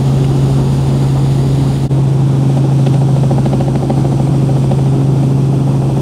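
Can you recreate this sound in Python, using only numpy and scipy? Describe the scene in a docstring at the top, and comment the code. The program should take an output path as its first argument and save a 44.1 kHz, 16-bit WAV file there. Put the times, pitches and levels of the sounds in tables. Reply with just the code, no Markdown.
"""A six-cylinder piston engine hums at its firing rate, heard in the cabin of a two-bladed helicopter.
Geared to it, the main rotor thumps on the cabin and the tail rotor buzzes. Air roars, hisses along the
canopy and whistles through a gap; a fixture ticks once. A brief dip in level joins a stretch of cruise
to a banked turn, in which the blades slap against their own wake."""
import sys
import numpy as np
from scipy import signal
from scipy.fft import rfft, irfft, next_fast_len
from scipy.io import wavfile
from scipy.ndimage import uniform_filter1d, minimum_filter1d, map_coordinates

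SR = 44100
rng = np.random.default_rng(int(sys.argv[2]) if len(sys.argv) > 2 else 0)


def generate_wav(sig):
    """Save sig (samples, or channels by samples) to the path in sys.argv[1] as 16-bit PCM at SR."""
    pcm = np.round(np.clip(np.atleast_2d(sig).T, -1, 1) * 32767).astype(np.int16)
    wavfile.write(sys.argv[1], SR, pcm)


N = 265041
TURN_START_S = 1.886
MAIN_PASSES_PER_FIRING, TAIL_PASSES_PER_FIRING = 0.1, 0.597


def amp(db):
    return 10 ** (np.asarray(db) / 20)


def unit_rms(x):
    return x / np.sqrt(np.mean(x ** 2) + 1e-20)


def clock():
    return np.arange(N) / SR


def curve(rows):
    """(s, value) rows interpolated to every sample."""
    return np.interp(clock(), *np.transpose(rows))


def by_leg(cruise, turn):
    return np.where(clock() < TURN_START_S, cruise, turn)


def wobble(rate_hz):
    """Smooth random curve."""
    return map_coordinates(rng.standard_normal(int(N * rate_hz / SR) + 4), [clock() * rate_hz])


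def gain_at(spectrum, hz):
    """Gain of (Hz, dB) rows on a log frequency axis."""
    knots_hz, db = np.transpose(spectrum)
    return amp(np.interp(np.log(hz + 1), np.log(knots_hz + 1), db))


def filtered(x, response):
    size = next_fast_len(N + SR // 2)
    return irfft(rfft(x, size) * response(np.fft.rfftfreq(size, 1 / SR)), size)[:N]


def noise(spectrum):
    return unit_rms(filtered(rng.standard_normal(N), lambda hz: gain_at(spectrum, hz)))


def ring(spectrum, size=16384):
    """Minimum-phase impulse response, peak 1."""
    cepstrum = irfft(np.log(gain_at(spectrum, np.fft.rfftfreq(size, 1 / SR))))
    cepstrum[1:size // 2] *= 2
    cepstrum[size // 2 + 1:] = 0
    response = irfft(np.exp(rfft(cepstrum)))
    return response / np.abs(response).max()


def pulses(times_s, gains, shape):
    """One scaled copy of the shape at each time."""
    starts = np.clip(np.round(times_s * SR).astype(int), 0, N)
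    train = np.bincount(starts, gains, N + 1)[:N]
    return signal.fftconvolve(train, shape)[:N]


def harmonics(rows, cycles, waver_db, drift_rad, rate_hz):
    """Harmonics of a shaft; turbulent air shakes the level and phase of each."""
    total = np.zeros(N)
    for multiple, cruise_db, turn_db in rows:
        level = amp(by_leg(cruise_db, turn_db) + waver_db * wobble(rate_hz))
        phase = 2 * np.pi * (multiple * cycles + rng.random()) + drift_rad * wobble(rate_hz)
        total += level * np.sqrt(2) * np.sin(phase)
    return total


def fixture_tick(at_s=0.2441, ring_hz=2900, ring_db=-30, ring_t60_s=0.06, click_db=-23, click_t60_s=0.022):
    """A cabin fixture ticks once and rings briefly."""
    t = clock()[:SR // 10]
    tone = amp(ring_db - 60 * t / ring_t60_s) * np.sin(2 * np.pi * ring_hz * t)
    click = amp(click_db - 60 * t / click_t60_s) * noise(CRACK_SPECTRUM)[:len(t)]
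    return pulses(np.array([at_s]), np.ones(1), tone + click)


def gap_whistle(cruise_hz=9270, turn_hz=8660, wander_hz=45, width_hz=330, rise_s=0.79):
    """Air through a gap: a breathy band that builds up, wanders and sits lower in the turn."""
    hz = by_leg(cruise_hz, turn_hz) + wander_hz * wobble(2)
    level = amp(by_leg(-50.5, -54.5) + 1.5 * wobble(2.15))
    fade_in = np.minimum(1, clock() / rise_s) ** 2
    flutter = unit_rms(filtered(rng.standard_normal(N), lambda f: np.exp(-(f / width_hz) ** 2)))
    return level * fade_in * np.sqrt(2) * flutter * np.sin(2 * np.pi * np.cumsum(hz) / SR)


def canopy_reflections(hiss, depth_db=0.9, span_bins=5, span_frames=260):
    """Reflections tint the hiss with peaks that come and go as the listener moves."""
    spectra = signal.stft(hiss, nperseg=512)[2]
    tint = uniform_filter1d(rng.standard_normal(spectra.shape), span_bins, axis=0)
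    tint = uniform_filter1d(tint, span_frames, axis=1)
    tinted = spectra * amp(depth_db * unit_rms(tint))
    return unit_rms(signal.istft(tinted, nperseg=512)[1][:N])


# Air noise spectra. Each row: frequency in Hz, relative level in dB.
ROAR_SPECTRUM = [(20, -49), (45, -21), (90, -5.5), (130, 1), (220, 1.5), (360, -0.5), (440, -7.5),
                 (650, -10.5), (800, -9.5), (1000, -16.5), (1400, -23.5), (2200, -55), (9000, -90)]
CRUISE_HISS_SPECTRUM = [(820, -6), (1400, -2), (1630, -2), (3230, -1), (3600, 1), (4190, -2), (4820, -2),
                        (6020, -7.5), (6860, -4), (7580, -8), (8470, -8.5), (9180, -6.5), (10000, -11),
                        (13300, -18.5), (15500, -23)]
TURN_HISS_SPECTRUM = [(820, -6.5), (1400, -2), (1640, -3.5), (1800, -5.5), (2250, -4), (2530, -2),
                      (2860, -4.5), (3430, -2.5), (4190, -7), (5900, -7.5), (6590, -10), (8730, -8.5),
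                      (11000, -18), (13200, -22), (15500, -29)]


def airflow(firings, hiss_start_db=-35, hiss_fall_db_per_s=0.42, hiss_db_per_slap_db=0.062):
    """Low roar and canopy hiss pulse slightly with firings and blades; the wake lifts the hiss."""
    firing_beat = np.cos(2 * np.pi * firings)
    blade_beat = np.cos(2 * np.pi * MAIN_PASSES_PER_FIRING * firings)
    roar_db = by_leg(-20, -21.5) + 1.02 * wobble(22.08) + 0.45 * firing_beat + 0.1 * blade_beat
    roar = amp(roar_db) * noise(ROAR_SPECTRUM)
    hiss = by_leg(noise(CRUISE_HISS_SPECTRUM), amp(-0.24) * noise(TURN_HISS_SPECTRUM))
    hiss = canopy_reflections(hiss)
    wake_db = curve(WAKE_CONTACT_DB)
    wake_db -= wake_db[clock() > TURN_START_S].mean()
    hiss_db = hiss_start_db - hiss_fall_db_per_s * clock()
    hiss_db += by_leg(0, -1.13 + hiss_db_per_slap_db * wake_db)
    hiss_db += 0.46 * wobble(16) + 0.49 * firing_beat + 0.42 * blade_beat
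    return roar + amp(hiss_db) * hiss


# Each row: multiple of the tail blade rate, relative level in dB in cruise, then in the turn.
TAIL_HARMONICS = [(1, -31.5, -36), (2, -34.5, -27.5), (3, -48, -39.5), (4, -44, -36.5), (5, -39, -41.5)]


def tail_rotor(firings):
    """Geared to the engine, it buzzes in the wake of the main rotor."""
    passes = firings * TAIL_PASSES_PER_FIRING
    return amp(1) * harmonics(TAIL_HARMONICS, passes, waver_db=2.5, drift_rad=0.38, rate_hz=5)


def blade_passes(firings, pass_zero_s=3.4608):
    """Number and time of each main blade pass."""
    passes = MAIN_PASSES_PER_FIRING * (firings - np.interp(pass_zero_s, clock(), firings))
    number = np.arange(np.ceil(passes[0]), passes[-1])
    return number, np.interp(number, passes, clock())


# Cabin air and panel responses. Each row: frequency in Hz, relative level in dB.
BOOM_SPECTRUM = [(12, -54), (27, -13), (41, -33), (54, 3), (68, 3), (81, -13.5), (95, 0), (110, 3),
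                 (160, -5), (300, -13.5), (900, -56), (5000, -110)]
PANEL_SPECTRUM = [(70, -22.5), (110, 9.5), (170, 8), (240, 1), (390, -6), (440, -10.5), (800, -14),
                  (1100, -23.5), (2000, -55), (8000, -100)]
# Each row: time in seconds, relative boom level in dB.
BOOM_LEVEL_DB = [(0, -27.5), (1.65, -28), (2.05, -30.5), (2.7, -47), (3.35, -30.5), (4.45, -31.5),
                 (5.5, -37), (6.01, -32)]


def rotor_thump(firings, panel_t60_s=0.18, panel_cruise_db=-30, panel_turn_db=-25, scatter_db=1.6):
    """Each passing blade pushes on the cabin: the air booms and the panels drum."""
    _, times_s = blade_passes(firings)
    gains = amp(scatter_db * rng.standard_normal(len(times_s)))
    boom = unit_rms(pulses(times_s, gains, ring(BOOM_SPECTRUM)))
    t = clock()[:SR // 4]
    decay = rng.standard_normal(len(t)) * amp(-60 * t / panel_t60_s)
    panel_ring = signal.fftconvolve(decay, ring(PANEL_SPECTRUM))
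    drumming = unit_rms(pulses(times_s, gains, panel_ring))
    return amp(curve(BOOM_LEVEL_DB) + 5) * boom + amp(by_leg(panel_cruise_db, panel_turn_db)) * drumming


def cabin_echo(x, level_db=-16, t60_s=0.05, rise_s=0.0018):
    """Short reverberation off the walls of the small cabin."""
    t = clock()[:SR // 10]
    walls = rng.standard_normal(len(t)) * amp(-60 * t / t60_s) * (1 - np.exp(-t / rise_s))
    return amp(level_db) * signal.fftconvolve(x, walls / np.linalg.norm(walls))[:N]


# How closely the blades meet their wake. Each row: time in seconds, relative slap level in dB.
WAKE_CONTACT_DB = [(2.35, -32), (2.56, -8.5), (2.7, -18.5), (2.87, -9), (3.02, -12), (3.35, -6.5),
                   (3.9, -9.5), (4.49, -14.5), (4.58, -9.5), (4.82, -12.5), (4.97, -19), (5.2, -14.5),
                   (5.5, -25), (5.9, -11)]
# Passes that cut through a vortex core. Each row: time in seconds, relative crack level in dB.
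VORTEX_CORE_HITS = [(2.573, -32.5), (2.869, -25), (2.942, -31.5), (3.46, -30.5), (3.534, -31), (3.609, -32),
                    (3.756, -32), (3.904, -31.5), (4.715, -32.5)]


def wake_strikes(firings, blade_gap_db=2, slap_scatter_db=1.4, crack_scatter_db=1.5):
    """Time, slap and crack level of each pass in the turn; one blade runs nearer the wake, so is louder."""
    number, times_s = blade_passes(firings)
    in_turn = times_s > TURN_START_S
    number, times_s = number[in_turn], times_s[in_turn]
    slap_draw, crack_draw = rng.standard_normal((len(times_s), 2)).T
    slap_db = np.interp(times_s, *np.transpose(WAKE_CONTACT_DB))
    slap_db += blade_gap_db / 2 * np.cos(np.pi * number) + slap_scatter_db * slap_draw
    crack_db = slap_db - 37 + crack_scatter_db * crack_draw
    for at_s, db in VORTEX_CORE_HITS:
        crack_db[np.argmin(np.abs(times_s - at_s))] = db
    return times_s, slap_db, crack_db


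# Blade slap and torn air. Each row: frequency in Hz, relative level in dB.
SLAP_SPECTRUM = [(60, -21.5), (120, -16.5), (195, -2.5), (225, 11.5), (260, -3), (350, 7), (440, -11.5),
                 (550, 4), (660, -10), (780, -0.5), (1050, -24.5), (1700, -29.5), (4000, -50), (14000, -76)]
CRACK_SPECTRUM = [(400, -34), (1300, 4), (3200, 4.5), (6000, -9.5), (10000, -15), (15000, -47)]


def blade_slaps(firings, lead_s=0.00481, lead_db=-5, jitter_s=0.00044, crack_t60_s=0.028, rise_s=0.0015):
    """A blade cuts two tip vortices: a weak pulse, then a strong one, each with a crack of torn air."""
    strike_s, slap_db, crack_db = wake_strikes(firings)
    time_draw, level_draw = rng.standard_normal((len(strike_s), 2)).T
    times_s = np.concatenate([strike_s - lead_s + jitter_s * time_draw, strike_s])
    gains = amp(np.concatenate([slap_db + lead_db + 2.8 * level_draw, slap_db]))
    slaps = pulses(times_s, gains, ring(SLAP_SPECTRUM))
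    slaps = slaps + cabin_echo(slaps)
    t = clock()[:SR // 10]
    puff = amp(-60 * t / crack_t60_s) * (1 - np.exp(-t / rise_s))
    cracks = pulses(times_s - rise_s, amp(np.tile(crack_db, 2)), puff) * noise(CRACK_SPECTRUM)
    return amp(2) * slaps + amp(4.5) * cracks


# Each row: time in seconds, firing rate in Hz.
FIRING_RATE_HZ = [(0, 135.3), (0.85, 135.9), (1.5, 135.5), (2.3, 135.5), (3.4, 135.05), (4.1, 135.6),
                  (4.7, 135.1), (5.4, 135.7), (6.01, 135.9)]


def firing_count():
    """Running count of cylinder firings."""
    return np.cumsum(curve(FIRING_RATE_HZ)) / SR


# Each row: time in seconds, firing tone level in dB.
HUM_LEVEL_DB = [(0, -11.5), (1.4, -12), (1.85, -13.5), (1.92, -10.5), (3.1, -10), (3.8, -14.5),
                (4.5, -11.5), (5.5, -11), (6.01, -14)]
# Each row: multiple of the four-stroke cycle rate, relative level in dB in cruise, then in the turn.
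EXHAUST_HARMONICS = [(2, -36, -46), (5, -44, -27.5), (7, -33.5, -38), (8, -50, -55), (9, -33.5, -27.5),
                     (10, -29.5, -33), (11, -52, -38.5), (12, -26.5, -25), (13, -38, -61), (14, -60, -29),
                     (15, -48, -34), (16, -37.5, -59), (17, -35, -34.5), (18, -38.5, -39), (21, -39.5, -38),
                     (24, -47.5, -40.5)]


def engine(firings, cylinders=6):
    """A strong, slightly wavering firing tone; unequal cylinders add weaker lines around it."""
    hum_db = curve(HUM_LEVEL_DB) + 0.41 * wobble(25.14) + 0.27 * wobble(6.1)
    hum = amp(hum_db) * np.sqrt(2) * np.sin(2 * np.pi * firings + 0.046 * wobble(16))
    exhaust = harmonics(EXHAUST_HARMONICS, firings / cylinders, waver_db=1.95, drift_rad=0.22, rate_hz=6)
    return hum + amp(-1.62) * exhaust


def scene():
    """Mono mix; both rotors follow the engine speed."""
    firings = firing_count()
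    rotors = rotor_thump(firings) + blade_slaps(firings) + tail_rotor(firings)
    return (engine(firings) + rotors + airflow(firings) + gap_whistle() + fixture_tick())[None]


def limiter(x, ceiling=0.76, window_samples=220):
    """The gain drops just enough to hold the peaks under the ceiling."""
    needed = np.minimum(1, ceiling / (np.abs(x) + 1e-9))
    return x * uniform_filter1d(minimum_filter1d(needed, window_samples), window_samples)


def record(dry, dip_half_width_s=0.031, low_cut_hz=22, high_cut_hz=15700):
    """Peaks are limited, the level dips where the turn begins, and both ends of the spectrum are cut."""
    dip = np.clip(np.abs(clock() - TURN_START_S) / dip_half_width_s, 0.04, 1)
    dipped = limiter(dry[0]) * dip
    return filtered(dipped, lambda hz: (hz < high_cut_hz) * (1 - np.exp(-(hz / low_cut_hz) ** 4)))[None]


dry = scene()
out = record(dry)
generate_wav(out)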